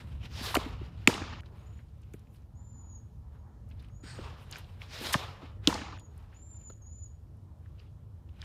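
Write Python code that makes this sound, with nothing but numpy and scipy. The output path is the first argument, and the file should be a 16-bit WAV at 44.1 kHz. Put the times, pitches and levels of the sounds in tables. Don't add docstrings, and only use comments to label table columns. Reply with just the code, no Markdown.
import sys
import numpy as np
from scipy import signal
from scipy.io import wavfile
from scipy.ndimage import uniform_filter1d

SR = 44100
rng = np.random.default_rng(int(sys.argv[2]) if len(sys.argv) > 2 else 0)


def materialize(psi):
    bounded = np.clip(np.atleast_2d(psi).T, -1, 1)
    quanta = np.round(bounded * 32767).astype(np.int16)
    wavfile.write(sys.argv[1], SR, quanta)


def invert_db(level):
    return 10 ** (np.asarray(level, dtype=float) / 20)


N = 372503
TIME = np.arange(N) / SR

SHOTS_S = [0, 1.408, 5.978, 8.5]
# start in seconds, crack level in dB, crack length in ms,
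# lateness of the crack's peak (exponent), lag of the air pocket in seconds.
CATCHES = [
    (1.0738, 2.5, 2.7, 1.1, .0032),
    (5.6724, -0.5, 2.5, 2.0, .0031),
]


def rms_one(x):
    return x / np.sqrt(np.mean(x ** 2) + 1e-20)


def at_hz(points, hz):
    curve_hz, values = np.transpose(points)
    return np.interp(np.log(hz), np.log(curve_hz), values)


def drift(rate):
    r = np.exp(-40 * np.pi * rate / SR)
    noise = rng.standard_normal(N // 20 + 2002)
    slow = signal.lfilter([1], [1, -2 * r, r * r], noise)[2000:]
    return np.repeat(rms_one(slow), 20)[:N]


def resonance(x, hz, width_hz):
    r = np.exp(-np.pi * width_hz / SR)
    return signal.lfilter([1, 0, -1], [1, -2 * r * np.cos(2 * np.pi * hz / SR), r * r], x) * (1 - r * r) / 2


def resonance_twice(x, hz, width_hz):
    return resonance(resonance(x, hz, width_hz), hz, width_hz)


def bands(sources, spectrum, order=2):
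    edges = 28 * 2 ** np.arange(0, 9.3, .4)
    lowest, highest = spectrum[0][0], spectrum[-1][0]
    inside = [(a, b) for a, b in zip(edges, edges[1:]) if lowest < np.sqrt(a * b) < highest]
    for k, (low, high) in enumerate(inside):
        centre = np.sqrt(low * high)
        sos = signal.butter(order, [low, high], "band", fs=SR, output="sos")
        yield centre, signal.sosfilt(sos, sources[k % 2]) * invert_db(at_hz(spectrum, centre))


def contacts(rows):
    out, t = np.zeros(N + 4000), np.arange(4000) / SR
    for s, peak_db, hz, cycles, ms in rows:
        ms = max(ms, .1)
        burst = rng.standard_normal(4000) * np.exp(-t * 820 / ms) * np.minimum(t * 5e3 / ms + .1, 1)
        rung = resonance_twice(burst, hz, 3.1 * hz / max(cycles, 1))
        click = signal.lfilter(*signal.butter(1, [hz / 2, min(1.1 * hz, 18000)], "band", fs=SR), burst)
        click_share = .3 if hz > 1450 else .07
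        hit = rung / np.abs(rung).max() + click_share * click / np.abs(click).max()
        hit = signal.lfilter(*signal.butter(3, min(1.9 * hz, 19000), fs=SR), hit)
        out[round(s * SR):][:4000] += invert_db(peak_db) * hit / np.abs(hit).max()
    return out[:N]


def strokes(rows):
    s, db, rise, fall = np.transpose(rows)[:, :, None]
    coarse = TIME[::32] - s
    away = np.maximum(-coarse / np.maximum(rise, .004), coarse / np.maximum(fall, .004))
    gain = invert_db(db - 20 * away ** 1.36)
    return np.repeat(np.sqrt((gain ** 2).sum(axis=0)), 32)[:N]


def mitt():
    # frequency in Hz, level in dB.
    leather = [
        [(1030, -15.5), (1400, -17), (2050, -5.5), (2500, -0.5), (3400, -9), (4500, -13), (5450, -17.5),
         (7200, -10.5), (8200, -16), (10800, -31.5)],
        [(1060, -24), (2300, -25), (3250, 1), (4100, -4.5), (5400, -5.5), (6900, -9.5), (9000, -20)],
    ]
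    # start in seconds, peak in dB, ring in Hz, cycles rung, contact in ms.
    palm = [
        (1.0748, -16.5, 1000, 8.7, 0.6),
        (1.075, -22, 1360, 7.1, 0.85),
        (1.0757, -20, 2400, 5.5, 2.5),
        (1.077, -22.5, 145, 2.2, 8.),
        (5.676, -25.5, 152.9, 2.2, 5.6),
        (5.6746, -22.5, 1090, 4.2, 1.2),
        (5.6752, -22, 3200, 5.5, 2.5),
    ]
    pocket_hz, pocket_db, grit_db = 266, -14, -20
    out, t = contacts(palm), np.arange(1500) / SR
    for (s, crack_db, ms, late_peak, lag), modes in zip(CATCHES, leather):
        share = np.minimum(t * 1e3 / ms, 1)
        contact = np.sin(np.pi * share ** late_peak) ** 2.3
        crack = sum(invert_db(db) * np.sin(2 * np.pi * (hz * t + rng.random())) for hz, db in modes)
        crack = contact * (crack + invert_db(grit_db) * rng.standard_normal(1500))
        late = np.maximum(t - lag, 0)
        turns = pocket_hz * late + .17 * (1 - np.exp(-late / .0015))
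        pocket = -np.sin(2 * np.pi * turns) * (late * 300) ** 0.15 * np.exp(-(late * 135) ** 3)
        out[round(s * SR):][:1500] += invert_db(crack_db) * crack / np.abs(crack).max() + invert_db(pocket_db) * pocket
    return out


def thigh_slaps():
    # start in seconds, peak in dB, ring in Hz, cycles rung, contact in ms.
    slap_rows = [(.543, -19.5, 1050, 5.5, 1.1), (.549, -26, 4300, 16, 4.7), (.5528, -17, 2700, 4.1, 1.1),
                 (.55, -24, 8800, 1.5, 4.5), (.5445, -29.5, 9000, 1.5, 6.), (.5675, -28, 6000, 1.5, 3.),
                 (.554, -17.5, 1123, 4.3, 3.7), (.557, -20, 500, 3.3, 6.5), (.566, -20, 1684, 3., 2.4),
                 (.568, -15.5, 330, 2.8, 5.2), (5.124, -29, 4000, 2.63, 30), (5.125, -30, 8000, 1.5, 8.),
                 (5.13, -24.5, 7903, 1.7, 6.), (5.126, -29, 1500, 1.5, 12.), (5.134, -25, 4500, 2.5, 5.),
                 (5.14, -18.5, 3340, 12, 1.3), (5.146, -26, 500, 2.3, 8.), (5.141, -16.5, 1639, 5., 3.1),
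                 (5.142, -17.5, 959, 9., 2.5), (5.1475, -18, 940, 5., 2.9), (5.152, -19.5, 110, 1.2, 1.9)]
    return contacts(slap_rows)


def yard(x):
    # frequency in Hz, level in dB per Hz.
    scatter = [(71, -32.5), (120, -7), (177, -5.5), (250, -1.5), (563, -13), (846, -6), (1830, -17),
               (2750, -14.5), (3170, -15.5), (4760, -16.5), (7160, -16.5), (16000, -29)]
    # frequency in Hz, time to die by 60 dB in seconds.
    t60 = [(150, 1.3), (500, 0.94), (1200, 1.4), (3000, 1.1), (6000, 0.72), (8500, .36), (13000, .25)]
    # delay in seconds, dB in first shot, dB in second shot, band in Hz.
    walls = [(.011, 2, 2.5, 299), (0.016, -1.5, -2, 450), (.021, 1.5, -6, 270), (0.0216, -14.5, -4, 902.4),
             (.025, -1.5, -6.5, 1029), (.03, -14, -5.5, 897), (.072, -5, -6, 298), (.14, -7, -11, 250),
             (0.053, -4, 5, 870), (0.065, -1, -10, 2870), (0.068, -8, -0.5, 4500), (0.08, -8, -2, 840),
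             (0.102, -7, -9, 990), (.143, -8, -10.5, 1380), (0.198, -16, -34, 1340),
             (0.251, -12.5, -12.5, 1300), (.252, -14.5, -24, 2530)]
    bright_db = [2.5, 1.5]
    t, out = np.arange(SR) / SR, np.zeros(N)
    for shot, (start, end) in enumerate(zip(SHOTS_S[:2], SHOTS_S[1:])):
        white = rng.standard_normal((2, SR))
        tail = 0
        for hz, band in bands(white, scatter, order=4):
            decay_db = -60 * t / at_hz(t60, hz)
            lift_db = bright_db[shot] * (1600 < hz < 5000)
            wander_db = 3 * (hz < 3500) * drift(50)[:SR]
            tail = tail + band * invert_db(decay_db + lift_db + wander_db)
        tail = rms_one(tail) * np.clip(2.5 + t / .03, 0, 1)
        for delay, *level_db, hz in walls:
            late = np.maximum(t - delay, 0) / (.001 + .014 * delay)
            puff = white[0] * late * np.exp(-late)
            echo = resonance_twice(puff, hz, 0.88 * hz)
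            echo = signal.lfilter(*signal.butter(2, 2 * hz, fs=SR), echo)
            tail = tail + invert_db(level_db[shot] + 21.5) * echo / np.abs(echo).max()
        inside = (TIME >= start) & (TIME < end)
        out[inside] = signal.fftconvolve(x[inside], tail)[:inside.sum()]
    return out


def friction():
    # peak in seconds, level in dB, rise in seconds, fall in seconds (over 20 dB).
    drags = [
        (.455, -40, 0.045, 0.174),
        (5.07, -40, 0.074, 0.15),
    ]
    pushes = [
        (0.386, -45.5, 0.098, 0.13),
        (4.944, -47.5, 0.064, 0.34),
    ]
    scuffs = [(.005, -58.5, 0.0092, 0.039), (0.256, -51, 0.05, 0.023), (.86, -61.5, 0.053, 0.059),
              (1.03, -62.5, 0.14, 0.26), (1.465, -67, 0.036, 0.046), (3.83, -70, 0.07, 0.11),
              (4.04, -59, 0.011, 0.49), (4.537, -52.5, 0.051, 0.064), (4.577, -52.5, .05, 0.073),
              (4.83, -53.5, 0.041, 0.047), (5.648, -56, .025, 0.15), (8.445, -56, 0.077, .1)]
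    landings = [
        (.6, -49, 0.024, 0.17),
        (.72, -60, 0.11, 0.26),
        (4.259, -57, 0.15, 0.18),
        (5.2, -51.5, 0.051, 0.24),
        (5.42, -58.5, .03, 0.14),
        (5.99, -85, 0.0079, 0.48),
    ]
    rustles = [(.13, -65, 0.6, 0.1), (1.55, -69.5, 0.073, 0.51), (1.79, -73.5, .3, 0.045),
               (2.029, -86, 0.099, 0.069), (2.199, -76, 0.5, 0.16), (2.35, -76, .08, .18),
               (3.705, -77, 0.067, 0.26), (4.431, -66, 0.13, 0.088), (4.699, -67, 0.12, 0.27),
               (6.218, -70, 0.15, 0.1), (6.34, -70, .08, 0.12), (3.36, -78, .08, .08), (6.6, -76, .15, .2),
               (7.66, -78.5, 0.14, 0.17), (7.821, -72.5, 0.12, 0.099), (8.39, -80, 0.24, .2)]
    # weight in the lows in dB, sheen in the highs in dB.
    colours = [
        (-3, -10.5),
        (-7, -17),
        (-4.5, -17.5),
        (4.5, -23.5),
        (-0.5, -12.5),
    ]
    # frequency in Hz, level in dB per Hz.
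    rasp_spectrum = [(250, -22.5), (330, 2), (700, 1.5), (1200, 2.5), (2000, -1.5), (2900, 0), (3900, -3),
                     (5300, -9.5), (6600, -18.5), (7500, -20), (9500, -23), (15500, -25.5)]
    grains_per_s, uneven_db, clump_db = 19000, 3, 1.1
    kinds = np.array([strokes(rows) for rows in (drags, pushes, scuffs, landings, rustles)])
    weight, sheen = invert_db(np.transpose(colours)) @ kinds
    rasp = kinds.sum(axis=0) + 1e-9
    sizes = invert_db(uneven_db * np.minimum(rng.exponential(1, (2, N)), 5)) * rng.choice([-1, 1], (2, N))
    struck = rng.random((2, N)) < grains_per_s / SR
    grains = sizes * struck * invert_db(clump_db * drift(45)) + 1e-18
    parts = np.zeros((4, N))
    for hz, band in bands(grains, rasp_spectrum):
        parts[np.searchsorted([1500, 3000, 7000], hz)] += band * invert_db(1.5 * drift(14))
    rasp_db = 20 * np.log10(rasp)
    bite = invert_db(.3 * np.maximum(rasp_db + 52.5, -8))
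    low, high = rms_one(parts[0]), rms_one(parts[3])
    middle = parts[1] + bite * parts[2]
    middle = middle / np.sqrt(np.mean(parts[1] ** 2) + bite ** 2 * np.mean(parts[2] ** 2))
    return weight * low + rasp * middle + sheen * high


def skim():
    # peak in seconds, level in dB, rise in seconds, fall in seconds (over 20 dB).
    slides = [
        [(.46, -44.5, .06, 0.15), (5.07, -44.5, 0.092, .12)],
        [(.385, -50.5, 0.085, 0.068), (4.95, -51.5, 0.077, 0.11)],
        [(0.43, -51.5, .014, 0.19), (5.03, -54, 0.044, 0.18), (4.59, -60, .02, .02), (2.345, -74, .05, .06),
         (2.14, -70, .02, .04), (4.43, -75, .08, .04)],
    ]
    # resonance in Hz, width in Hz.
    fibres = [
        (3700, 1600),
        (4800, 2200),
        (11000, 8700),
    ]
    out = np.zeros(N)
    for rows, (hz, width_hz) in zip(slides, fibres):
        hiss = rms_one(resonance_twice(rng.standard_normal(N), hz, width_hz))
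        out += strokes(rows) * hiss * invert_db(1.3 * drift(30))
    return out


def squeak():
    # time in seconds, level in dB.
    swell = [
        (4.03, -68),
        (4.04, -63),
        (4.1, -52.5),
        (4.18, -62),
        (4.3, -71),
    ]
    # resonance in Hz, width in Hz, level in dB.
    sole = [
        (4500, 1500, -2),
        (8200, 800, -6),
        (1600, 650, -2),
    ]
    s, db = np.transpose(swell)
    noise = rng.standard_normal(N) * invert_db(1.3 * drift(54.6))
    rubber = sum(invert_db(mode_db) * rms_one(resonance_twice(noise, hz, w)) for hz, w, mode_db in sole)
    return invert_db(np.interp(TIME, s, db)) * rubber * (TIME > s[0]) * (TIME < s[-1])


def steps_and_taps():
    # start in seconds, peak in dB, ring in Hz, contact in ms.
    thuds = [
        (0.41, -31, 196, 2.6),
        (0.659, -31.5, 238, 7),
        (0.812, -36, 224, 3.4),
        (2.14, -35.5, 237, 4),
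        (4.034, -40, 173, 8.3),
        (4.187, -33, 300, 4.4),
        (5.007, -34.5, 253, 30),
        (5.428, -41, 211, 8.3),
        (6.7, -42.5, 377, 7),
    ]
    # start in seconds, peak in dB, ring in Hz, cycles rung, contact in ms.
    taps = [
        (6.698, -49, 1220, 5.3, 4.4),
        (6.699, -52, 2900, 3.3, 3.8),
        (4.186, -44, 1190, 2.9, 5.5),
        (7.778, -61, 2590, 7.6, 21.6),
        (7.793, -56, 4500, 11, 6.9),
        (7.86, -64, 2900, 7., 21),
    ]
    return contacts([(s, db, hz, 2.8, ms) for s, db, hz, ms in thuds] + taps)


def ticks():
    # start in seconds, peak in dB, ring in Hz, contact in ms.
    tick_rows = [(1.4334, -49, 1600, 1.5), (1.459, -51, 3610, 4.4), (1.788, -52, 1800, 9.8),
                 (1.8844, -66.5, 3800, 3), (2.029, -61.5, 2730, 7.9), (2.1363, -49, 1720, 4.6),
                 (2.27, -62, 2230, 2.9), (2.344, -73, 2600, 16), (2.359, -63, 4330, 9.8),
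                 (3.712, -53.5, 2570, 6.1), (3.7938, -55.5, 3670, 8.5), (3.8456, -51.5, 2400, 1.3),
                 (3.885, -57, 2700, 3), (4.525, -32.5, 4230, 1.8), (4.041, -51, 1500, 2.5),
                 (4.531, -38, 2800, 2.5), (4.547, -42, 3800, 2.4), (4.556, -43, 5000, 4.),
                 (4.566, -43, 5500, 2.5), (4.558, -32, 1910, 1.6), (4.644, -47.5, 2700, 2),
                 (4.817, -33, 2360, 1.3), (5.986, -48, 2190, 1.9), (5.996, -54, 3440, 7.9),
                 (6.035, -72, 2380, 2), (6.325, -55, 1735, 12.6), (7.659, -55.5, 1660, 2.3),
                 (7.799, -48.5, 1900, 1.6), (8.289, -59, 2670, 3.95), (8.4173, -34, 4100, 0.85),
                 (8.4268, -39, 1730, 2), (8.4394, -40.5, 4060, 2.2)]
    # start in seconds, peak in dB, ring in Hz.
    snaps = [(1.407, -58.5, 7650), (2.0158, -62, 9700), (2.136, -49, 6400), (2.1929, -60, 9820),
             (2.3394, -68, 13000), (2.1373, -49, 13000), (3.6885, -63.5, 10500), (3.8247, -59, 9600),
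             (3.8864, -88, 6040), (4.5112, -39, 6760), (4.512, -44, 11000), (6.7, -60, 12000),
             (4.5846, -43.5, 13200), (5.9731, -68.5, 8400), (5.9956, -50, 8600), (6.1776, -55.5, 9630),
             (7.3694, -69, 9360),
             (1.98, -70, 11000), (2.019, -62, 6000), (2.033, -66, 5500), (2.194, -63, 5500),
                (2.368, -64, 8500), (2.42, -68, 4500), (2.345, -62, 2500), (3.35, -60, 1300),
                (3.69, -66, 5500), (3.701, -64, 5200), (3.701, -66, 12500), (3.708, -60, 1700),
                (3.794, -68, 12000), (3.801, -60, 3800), (3.801, -68, 10000), (3.826, -58, 2200),
                (3.837, -61, 3200), (3.848, -65, 8000), (3.884, -67, 8500), (3.897, -60, 1200),
                (6.505, -66, 3500), (6.547, -65, 3800), (6.72, -64, 3000), (6.735, -66, 3000)]
    cycles, snap_ms = 5, 2.1
    rows = [(s, db, hz, cycles, ms) for s, db, hz, ms in tick_rows]
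    return contacts(rows + [(*row, cycles, snap_ms) for row in snaps])


def whistles(calls, sag_hz_per_s, swell_db_per_s, fade_db):
    latest = np.maximum(np.searchsorted([call[0] for call in calls], TIME) - 1, 0)
    start, length, top_hz, rise, db = np.array(calls)[latest].T
    t = np.clip(TIME - start, 0, length)
    drop = np.exp((t - length) / 0.013)
    scoop_hz = 520 * np.maximum(1 - t / rise, 0) ** 2
    hz = top_hz - scoop_hz - sag_hz_per_s * np.maximum(t - rise, 0) - 450 * drop
    level_db = db - 23 * drop - swell_db_per_s * (length - t) - fade_db * (2 * t / length - 1) ** 2
    cut_s = SHOTS_S[2]
    unheard = (start < cut_s) & (start + length > cut_s) & (TIME < cut_s)
    return hz, level_db, (t > 0) & (t < length) & ~unheard


def birds():
    # start in seconds, length in seconds, top in Hz, rise in seconds, final level in dB.
    near_calls = [
        (2.553, 0.45, 7164, 0.1, -58.5),
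        (5.75, .33, 7070, 0.11, -64),
        (6.345, .4, 7290, 0.11, -54),
        (6.82, 0.26, 7026, 0.16, -55),
    ]
    far_calls = [
        (1.58, .24, 6900, .08, -81),
        (2.17, .2, 7050, .05, -95),
        (3.31, .24, 6700, .01, -93),
        (3.9, .41, 6920, .13, -74),
    ]
    near = whistles(near_calls, 1400, 33.5, 0)
    far = whistles(far_calls, 150, 0, 11)
    trill_angle = 2 * np.pi * 28 * (TIME - 1.632)
    out = np.zeros(N)
    for (hz, level_db, on), flutter_db, trill_db in ((near, 2.5, 0), (far, 4, 8)):
        trilling = (trill_db > 0) * (TIME < 2.5)
        waver_hz = uniform_filter1d(14 * drift(25) + 30 * drift(82), size=40)
        phase = 2 * np.pi * np.cumsum(hz + 170 * np.sin(trilling * trill_angle) + waver_hz) / SR
        flutter = uniform_filter1d(drift(33) + 0.25 * drift(83), size=40)
        trill = trill_db * trilling * np.cos(trill_angle)
        level = invert_db(level_db + 4 + trill + flutter_db * flutter) * uniform_filter1d(on * 1., 200)
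        out += level * (np.sin(phase) + invert_db(-39) * np.sin(2 * phase))
    t = np.arange(SR // 2) / SR
    leaves = rng.standard_normal(len(t)) * invert_db(-60 * t / 0.3) * (t > .004)
    return out + invert_db(-36) * signal.fftconvolve(out, leaves)[:N]


def town():
    # frequency in Hz, level in dB per Hz.
    rumble_spectrum = [(15, -55), (25, -24.5), (47, -5), (75, 1.5), (112, -2.5), (162, -16.5), (188, -15),
                       (227, -16.5), (352, -28.5), (400, -32), (520, -66), (880, -120)]
    air_spectrum = [(150, -26), (250, 3), (373, -2), (444, -4), (674, -10), (845, -10.5), (2360, -32.5),
                    (2570, -33.5), (6820, -38), (8120, -40), (16000, -42)]
    # time in seconds, level in dB.
    traffic = [(0, -67.5), (1.4, -67.5), (1.45, -65.5), (2.0, -71.5), (2.7, -72), (3.45, -68.5),
               (4.3, -66.5), (4.85, -68), (5.97, -65.5), (6.3, -69), (7.0, -70.5), (7.6, -69.5),
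               (8.45, -69)]
    # time in seconds, lift in dB, half length in seconds.
    cars = [
        (2.7, 6, .3),
        (3.35, 6, .04),
        (3.45, 6, 0.17),
        (4.3, 6, 0.28),
        (6.197, 3.5, 0.25),
    ]
    shot_rumble_db = np.array([-42, -47, -48.5])
    air_db = np.interp(TIME, *np.transpose(traffic))
    shot = np.searchsorted(SHOTS_S[1:], TIME)
    rumble_db = shot_rumble_db[shot] + 0.49 * (air_db - air_db.mean())
    white = rng.standard_normal((2, N))
    rumble = sum(band * invert_db(1.2 * drift(3)) for hz, band in bands(white, rumble_spectrum))
    tyre_db = 2 + sum(db * np.exp(-((TIME - s) / half) ** 2) for s, db, half in cars)
    gust_db = .8 * drift(0.99)
    air, hiss = 0, 0
    for hz, band in bands(white[::-1], air_spectrum):
        if hz < 2600:
            air = air + band * invert_db(gust_db + 2.2 * drift(6) + tyre_db * (850 < hz < 1700))
        else:
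            hiss = hiss + band * invert_db(1.1 * drift(5))
    return invert_db(rumble_db + 0.5) * rms_one(rumble) + invert_db(air_db + 4) * rms_one(air) + invert_db(-81.5) * rms_one(hiss)


def scene():
    slaps = thigh_slaps()
    blows = np.zeros(N)
    blows[[round(row[0] * SR) for row in CATCHES]] = invert_db([-46.5, -47.5])
    echoes = yard(blows + invert_db(-63.5) * np.diff(slaps, prepend=0))
    pitcher = slaps + ticks() + steps_and_taps() + friction() + skim() + squeak()
    return (mitt() + echoes + pitcher + birds() + town())[None]


def top_cut(x):
    return signal.sosfilt(signal.butter(12, 16870, fs=SR, output="sos"), x)


def record(dry):
    x = signal.sosfilt(signal.butter(2, 30, "high", fs=SR, output="sos"), dry)
    x = x / (1 + (np.abs(x) / .9) ** 6) ** (1 / 6)
    x = signal.sosfilt(signal.cheby2(8, 40, 16300, fs=SR, output="sos"), x)
    return top_cut(x)


dry = scene()
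out = record(dry)
materialize(out)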